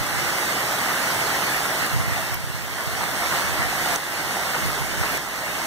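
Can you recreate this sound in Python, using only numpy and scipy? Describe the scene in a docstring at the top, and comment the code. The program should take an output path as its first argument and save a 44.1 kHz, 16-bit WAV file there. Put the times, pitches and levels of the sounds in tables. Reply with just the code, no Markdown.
"""Heavy rain on a garden, heard up close through a hand-held camera with two microphone ports; about 5.7 s.
It opens on a wash of far drops under the patter on leaves, puddle drips, fine spray and a few sharp ticks.
Near 2 s wind thumps on the ports; from then on the rain swells and eases, and a deep hum rises by 3.3 s.
More puffs come towards the end, as the rain thins. Puffs and ticks trip the limiter: the rain ducks and creeps
back. The stereo is widened by taking a delayed part of each port from the other."""
import sys
import numpy as np
from scipy import signal
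from scipy.fft import rfft, irfft
from scipy.io import wavfile
from scipy.ndimage import uniform_filter1d, minimum_filter1d

SR = 44100
rng = np.random.default_rng(int(sys.argv[2]) if len(sys.argv) > 2 else 0)


def persist_wave(psi):
    """Save psi, clipped to +-1, as 16-bit WAV."""
    counts = np.round(np.clip(psi, -1, 1) * 32767).astype(np.int16)
    wavfile.write(sys.argv[1], SR, np.atleast_2d(counts).T)


N = 249606  # length [samples]

# All levels are relative: the mix, the limiter and the filters act on them later.
# Faint deep hum: (time [s], level [dB])
DRONE_LEVEL = [(0, -64), (2.7, -47), (3.3, -35.5), (4.1, -37.5), (4.7, -36), (5.66, -38)]
# Puffs of wind on the ports: (time [s], level [dB], dying time [s])
WIND_PUFFS = [(.03, -28, 0.045), (.14, -30, .16), (1.84, -32, 0.031), (1.95, -16.5, 0.13),
              (2.02, -19.5, 0.23), (2.09, -24.5, .05), (2.34, -18, .087), (2.45, -22, .098),
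              (2.56, -21, 0.22), (2.879, -25.5, 0.35), (3.02, -30, 0.052), (3.27, -30, 0.33),
              (3.5, -27, .069), (3.6, -26, 0.086), (4.25, -28, .045), (4.65, -21.5, .073), (4.83, -21, .03),
              (4.92, -31, .04), (5.0, -25, .044)]
# Spectrum of the eddies in the wind: (frequency [Hz], level [dB])
EDDY_SPECTRUM = [(15, -24), (35, -6), (62, 0), (105, -1), (160, -5), (220, -16), (320, -29), (700, -60),
                 (2000, -90)]
# Single eddies that thump against a port: (time [s], level [dB], pitch [Hz])
WIND_BUFFETS = [(0.012, -17, 107), (.150, -24, 106), (1.935, -12, 88), (1.965, -9, 136), (2.002, -8, 101),
                (2.018, -20, 75), (2.041, -11, 111), (2.081, -8.5, 134), (2.124, -11, 100),
                (2.338, -19, 82), (2.379, -20, 69.8), (2.405, -14, 150), (2.442, -8, 105),
                (2.473, -13, 125), (2.501, -12, 120), (2.550, -8, 115), (2.875, -14, 126), (3.494, -21, 79),
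                (3.597, -18, 115.5), (3.657, -19, 92.4), (4.653, -14, 115), (4.694, -32, 80),
                (4.825, -13, 110), (5.009, -14.5, 89), (5.139, -29, 140)]
# Course of the whole rain: (time [s], level [dB])
RAIN_LEVEL = [(0, -34.5), (.2, -32), (1.25, -31), (1.8, -31.7), (2.15, -27.5), (2.4, -29), (2.7, -30),
              (3.15, -27.5), (3.36, -26), (3.5, -29.5), (3.68, -32), (3.84, -31), (4.2, -28.5), (4.55, -30),
              (4.9, -34), (5.06, -33), (5.35, -33), (5.66, -33)]
# Far drops on ground and crowns: (frequency [Hz], level [dB])
WASH_SPECTRUM = [(30, 3), (90, -3.5), (145, 9), (200, 0), (330, 0.5), (480, -4.5), (750, -3.5), (1150, -5),
                 (1900, 0), (2450, -2), (3500, -9.5), (4600, -7), (9500, -11.5), (15500, -14)]
# How strongly the leaves sound at each pitch: (pitch [Hz], level [dB])
LEAF_NOTES = [(520, -8), (640, -2), (760, -2.5), (900, -4), (1080, -6), (1250, -1), (1480, 0.5),
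              (1700, -2.5), (1880, -4), (2050, 1.5)]
# Flurries of drips on the leaves: (time [s], rise of the patter [dB], half length [s])
LEAF_FLURRIES = [(0.72, 5, 0.016), (0.907, 4, 0.029), (1.16, 3.5, 0.0089), (2.81, 4.5, 0.054),
                 (3.01, 6.5, 0.021), (3.237, 4.5, 0.027), (3.345, 3.5, 0.019), (3.42, 1, 0.022),
                 (3.615, 5, 0.029), (4.36, 2, 0.057), (4.556, 6.5, 0.02), (5.035, 6, 0.024)]
# Fat drops on the big near leaves: (time [s], level [dB], pitch [Hz])
LEAF_PLOPS = [(.984, -17, 1680), (1.104, -10, 1410), (1.283, -12, 1150), (1.424, -12, 1090),
              (2.785, -3, 1750), (3.035, -9, 1020), (3.326, -6, 1270), (3.339, -10, 1250),
              (3.397, -7.5, 1204), (3.421, -8, 1350), (3.578, -10, 1520), (3.609, -8, 1800),
              (3.861, -14, 830), (4.369, -8, 800), (4.546, -6, 1800)]
# Drops bursting on hard things beside the camera:
# (time [s], crack level [dB], ring level [dB], ring pitch [Hz], ring decay [s])
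HARD_TICKS = [(.420, -21, -21, 10000, .0004), (.607, -12, -16, 12500, .0005), (.785, -21, -18, 3560, .0007),
              (1.208, -15, -14, 2950, .0008), (1.865, -1.7, -18, 11000, .0004),
              (2.213, 0, -21, 10500, .0004), (2.343, 2, -2.3, 14000, .0005),
              (2.863, -20, -20, 11100, 0.00059), (3.04, -0.5, -17, 9500, .0004),
              (3.199, -25, -14, 9400, .0002), (3.960, 2, -9.5, 6200, 0.00082),
              (5.174, 0.35, -12.5, 6700, 0.00034), (5.263, -20, -20, 6500, .0004),
              (5.39, -20, -17.5, 6000, .0004)]
# Share of each port taken from the other: (frequency [Hz], share [0-1])
CROSSFEED_SHARE = [(100, 0.81), (1200, 0.66), (2450, 0.6), (2800, 0.2), (3350, 0.35), (3670, 0.8),
                   (3950, 0.3), (4300, 0.1), (4850, 0.52), (5400, 0.23), (6100, 0.33), (7000, 0.06),
                   (7600, 0.45), (8100, 0.1), (8600, 0.22), (10000, 0.09), (15000, 0.04)]
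# The hollow behind the ports rings near 2 kHz and swallows the band just above: (frequency [Hz], gain [dB])
PORT_HOLLOW = [(1500, -0.16), (1900, 0.74), (2150, 0.9), (2450, -4.5), (2800, -0.05), (3350, 1.1),
               (3700, -1), (4200, 1), (4800, -1.4), (5400, -0.3), (11500, 0.3), (12300, 2)]
# Colour of the left channel, mostly weaker and duller than the right: (frequency [Hz], gain [dB])
LEFT_COLOUR = [(60, -2.5), (250, -2), (480, -4), (800, -2), (1200, -0.83), (3500, -0.15), (6500, 0.4),
               (8400, 2.5), (10000, 1.5), (11500, -2.5), (13000, -6.5), (14000, -12), (15000, -24)]

PORT_LAG = 18  # longest delay between the ports [samples]


def gain_of(db):
    """Turns decibels into an amplitude factor."""
    return 10 ** (np.asarray(db) / 20)


def evened(x):
    """Scales to rms 1."""
    return x / np.sqrt(np.mean(x ** 2) + 1e-20)


def read(points, hz):
    """Reads a spectrum table along a log-frequency axis."""
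    table_hz, value = np.transpose(points)
    return np.interp(np.log(hz + 1), np.log(table_hz + 1), value)


def follow(points):
    """Turns a (time, level) table into a gain for every sample."""
    time_s, level_db = np.transpose(points)
    return gain_of(np.interp(np.arange(N) / SR, time_s, level_db))


def coloured(x, points):
    """Filters by a spectrum table."""
    gain = gain_of(read(points, np.fft.rfftfreq(N, 1 / SR)))
    return irfft(rfft(x) * gain, N)


def add(mix, s, sound):
    """Adds a sound to every row of the mix at time s, cut at the end."""
    part = mix[:, round(s * SR):][:, :len(sound)]
    part += sound[:part.shape[1]]


def swell(s, rise_s, fall_s):
    """A smooth hump of height 1 at time s."""
    t = np.arange(N) / SR - s
    width_s = np.where(t < 0, rise_s, fall_s)
    return np.exp(-np.minimum((t / width_s) ** 2, 20))


def ring(hz, decay_s, size=900):
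    """A struck wet surface: a sine that decays exponentially within a few cycles."""
    t = np.arange(size) / SR
    return np.sin(2 * np.pi * hz * t) * np.exp(-t / decay_s)


def impacts(per_s, spread_db, arc, largest=12.0):
    """Random drops of uneven size; each one's direction within an arc [rad] in front sets its port lag."""
    chance = rng.random(N)
    size = np.minimum(rng.exponential(1, N), largest)
    angle = arc * rng.uniform(-1, 1, N)
    strength = gain_of(spread_db * size) * rng.choice([-1, 1], N)
    at = np.flatnonzero(chance < per_s / SR)
    lag = np.round(PORT_LAG * np.sin(angle[at])).astype(int)
    return np.array([np.bincount(i, strength[at], N) for i in (at, (at + lag) % N)])


def struck(hits, note):
    """Lets every impact at both ports sound the same note."""
    return signal.oaconvolve(hits, note[None])[:, :N]


def drone(pitch_hz=41, waver_hz=1.54, octave_db=-7, left_db=-9):
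    """A deep hum with a weaker octave; it wavers in pitch and is stronger at the right port."""
    waver = evened(uniform_filter1d(rng.standard_normal(N), size=4000))
    phase = 2 * np.pi * np.cumsum(pitch_hz + waver_hz * waver) / SR
    hum = evened(np.sin(phase) + gain_of(octave_db) * np.sin(2 * phase))
    return follow(DRONE_LEVEL) * np.array([gain_of(left_db) * hum, hum])


def wind(level_db=-7, opposed=0.43, push_db=15.0, bluster_db=-1, bluster_pitch=1.7,
         rise_s=0.032, breeze_db=-45.5):
    """Puffs push slowly on both ports and carry eddies that press on one port and partly suck at the other.
    Strong puffs also shed smaller, higher eddies, which grow with the square of the force."""
    puffs = sum((gain_of(db) * swell(s, rise_s, fall_s)) ** 2 for s, db, fall_s in WIND_PUFFS)
    force = np.sqrt(gain_of(breeze_db) ** 2 + puffs)
    eddies = coloured(rng.standard_normal((2, N)), EDDY_SPECTRUM)
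    large = evened(eddies - opposed * eddies[::-1])
    higher_spectrum = [(hz * bluster_pitch, db) for hz, db in EDDY_SPECTRUM]
    small = evened(coloured(rng.standard_normal((2, N)), higher_spectrum))
    pressure = gain_of(push_db) + gain_of(level_db) * large + gain_of(bluster_db) * force * small
    return force * pressure


def buffets(level_db=-2, cycles=0.57, opposed=0.5):
    """An eddy hits the right port with a dull thump of a cycle or two and sucks at the left."""
    thumps, t = np.zeros(N), np.arange(N) / SR
    for (s, db, hz), turn in zip(WIND_BUFFETS, rng.random(len(WIND_BUFFETS))):
        half_s = cycles / hz
        wave = np.cos(2 * np.pi * (hz * (t - s) + turn))
        thumps += gain_of(db + level_db) * swell(s, half_s, half_s) * wave
    return np.array([-opposed * thumps, thumps])


def wash(patchy_db=3.5, patchy_hz=900, even_hz=9000, flicker_db=0.1, width=0.91, size=1024):
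    """Far rain from all sides: noise in drifting patches that even out in the bass and the treble."""
    hop = size // 4
    frames, hz = N // hop + 5, np.fft.rfftfreq(size, 1 / SR)
    a, b, c, d, patches = rng.standard_normal((5, frames, len(hz)))
    patches = uniform_filter1d(patches, size=10, axis=0)  # drifts in time
    patches = evened(uniform_filter1d(patches, size=4, axis=1))  # spans neighbouring bands
    depth_db = patchy_db * hz ** 2 / (hz ** 2 + patchy_hz ** 2) / (1 + hz / even_hz)
    flicker = evened(uniform_filter1d(rng.standard_normal((frames, 1)), size=8, axis=0))
    # Sound from all sides is alike at both ports only for long waves.
    same = np.sinc(2 * hz * width * PORT_LAG / SR)
    left = a + 1j * b
    right = same * left + np.sqrt(1 - same ** 2) * (c + 1j * d)
    level_db = read(WASH_SPECTRUM, hz) + depth_db * patches + flicker_db * flicker
    spectrum = np.array([left, right]) * gain_of(level_db)
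    _, noise = signal.istft(spectrum, nperseg=size, noverlap=size - hop, time_axis=-2, freq_axis=-1)
    return evened(noise[:, :N])


def puddles(per_s=45, low_hz=600, high_hz=5000, cycles=16, glide=0.0199, spread_db=2.5, tilt_db=-4, arc=0.95):
    """Drips trap bubbles that ring at slightly rising pitches, higher ones fainter by tilt_db an octave."""
    out = np.zeros((2, N))
    for when, pitch, size, side in rng.random((round(per_s * N / SR), 4)):
        hz = low_hz * (high_hz / low_hz) ** pitch
        age = np.arange(0, 2 * np.pi, hz / (cycles * SR))  # in decay times
        note = np.sin(2 * np.pi * cycles * age * (1 + glide * age)) * np.exp(-age)
        note *= gain_of(tilt_db * np.log2(hz / low_hz) - spread_db * np.log(size + 0.039))
        s = when * N / SR
        lag_s = PORT_LAG * np.sin(arc * (2 * side - 1)) / SR
        add(out[:1], s, note)
        add(out[1:], abs(s + lag_s), note)
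    return evened(out)


def spray(per_s=110, spread_db=-1.5, cycles=2.0, arc=1.1, low_hz=3000, high_hz=13500):
    """Fine splashes crackle in the treble as very short rings at twelve pitches."""
    pitches = np.geomspace(low_hz, high_hz, num=12)
    return evened(sum(struck(impacts(per_s, spread_db, arc), ring(hz, cycles / hz)) for hz in pitches))


def patter(per_s=220, spread_db=1.22, cycles=1.49, arc=0.77):
    """Drops slap leaves of many sizes, each leaf answering with a short dull note."""
    out = np.zeros((2, N))
    for hz, db in LEAF_NOTES:
        note = struck(impacts(per_s, spread_db, arc), ring(hz, cycles / hz))
        out += gain_of(db) * evened(note)
    return evened(out)


def plops(cycles=1.2, level_db=-3):
    """Fat drops make big near leaves ring for a cycle or two, alike at both ports."""
    out = np.zeros((2, N))
    for s, db, hz in LEAF_PLOPS:
        add(out, s, gain_of(db + level_db) * ring(hz, cycles / hz))
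    return out


def ticks(level_db=-1, crack_hz=19000, snap=0.29, snap_s=0.00025, splash=0.05, splash_s=0.008):
    """Drops burst close by: a needle-sharp crack, then a ring with a bright snap and a short splash."""
    out = np.zeros((2, N))
    crack = np.hanning(21) * np.cos(2 * np.pi * crack_hz * np.arange(-10, 11) / SR)
    for s, crack_db, ring_db, hz, decay_s in HARD_TICKS:
        note = ring(hz, decay_s)
        t = np.arange(len(note)) / SR
        fizz = evened(np.diff(rng.standard_normal(len(note) + 1)))  # noise tilted to the treble
        burst = fizz * (snap * np.exp(-t / snap_s) + splash * np.exp(-t / splash_s))
        tail = gain_of(ring_db + level_db) * (note + burst)
        add(out, s, np.concatenate([gain_of(crack_db) * crack, tail]))
    return out


def scene(wash_db=8.0, patter_db=1.5, spray_db=-8, puddles_db=-9, unevenness_db=-0.03):
    """Rain and wind as they reach the two ports; the patter rises in short flurries of drips."""
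    flurry_db = sum(db * swell(s, half_s, half_s) for s, db, half_s in LEAF_FLURRIES)
    # A random unevenness far too slight to hear.
    unevenness = uniform_filter1d(rng.standard_normal(N), size=2000)
    unevenness = evened(uniform_filter1d(unevenness, size=600))
    rain = gain_of(wash_db) * wash() + gain_of(puddles_db) * puddles() + gain_of(spray_db) * spray()
    rain += gain_of(patter_db + flurry_db + unevenness_db * unevenness) * patter()
    return drone() + wind() + buffets() + follow(RAIN_LEVEL) * rain + plops() + ticks()


def limited(x, ceiling_db=-4.0, attack_s=0.0083, recover_db_per_s=8.5, size=4001):
    """A peak over the ceiling turns the gain down quickly; it holds for size samples, then creeps back."""
    over_db = np.maximum(20 * np.log10(abs(x).max(0) + 1e-9) - ceiling_db, 0)
    held_db = minimum_filter1d(-over_db, size=size, origin=size // 2, mode="constant")
    climb_db = recover_db_per_s * np.arange(N) / SR
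    wanted_db = np.minimum.accumulate(held_db - climb_db) + climb_db
    keep = np.exp(-1 / (attack_s * SR))
    return x * gain_of(signal.lfilter([1 - keep], [1, -keep], wanted_db))


def widened(ports, hz):
    """Takes a delayed share of each port from the other: combs the sound, turns wind to opposite phase."""
    share = np.clip(read(CROSSFEED_SHARE, hz), 0, 1)
    delay = np.exp(-2j * np.pi * hz * PORT_LAG / SR)
    return ports - share * delay * ports[::-1]


def record(dry, shade_db=-5, shade_hz=3500, edge_hz=15650):
    """Limiter, rumble filter, stereo widening, port and channel colour, then the upper band limit."""
    rumble_filter = signal.butter(4, 24, "high", fs=SR, output="sos")
    hz = np.fft.rfftfreq(N, 1 / SR)
    ports = rfft(signal.sosfilt(rumble_filter, limited(dry)))
    # The body shades the left port from short waves.
    ports[0] *= gain_of(shade_db * hz ** 2 / (hz ** 2 + shade_hz ** 2))
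    left, right = irfft(widened(ports, hz) * gain_of(read(PORT_HOLLOW, hz)), N)
    stereo = np.array([coloured(left, LEFT_COLOUR), right])
    low_pass = signal.firwin(511, edge_hz, window=("kaiser", 9), fs=SR)
    return signal.oaconvolve(stereo, low_pass[None], "same")


dry = scene()
out = record(dry)
persist_wave(out)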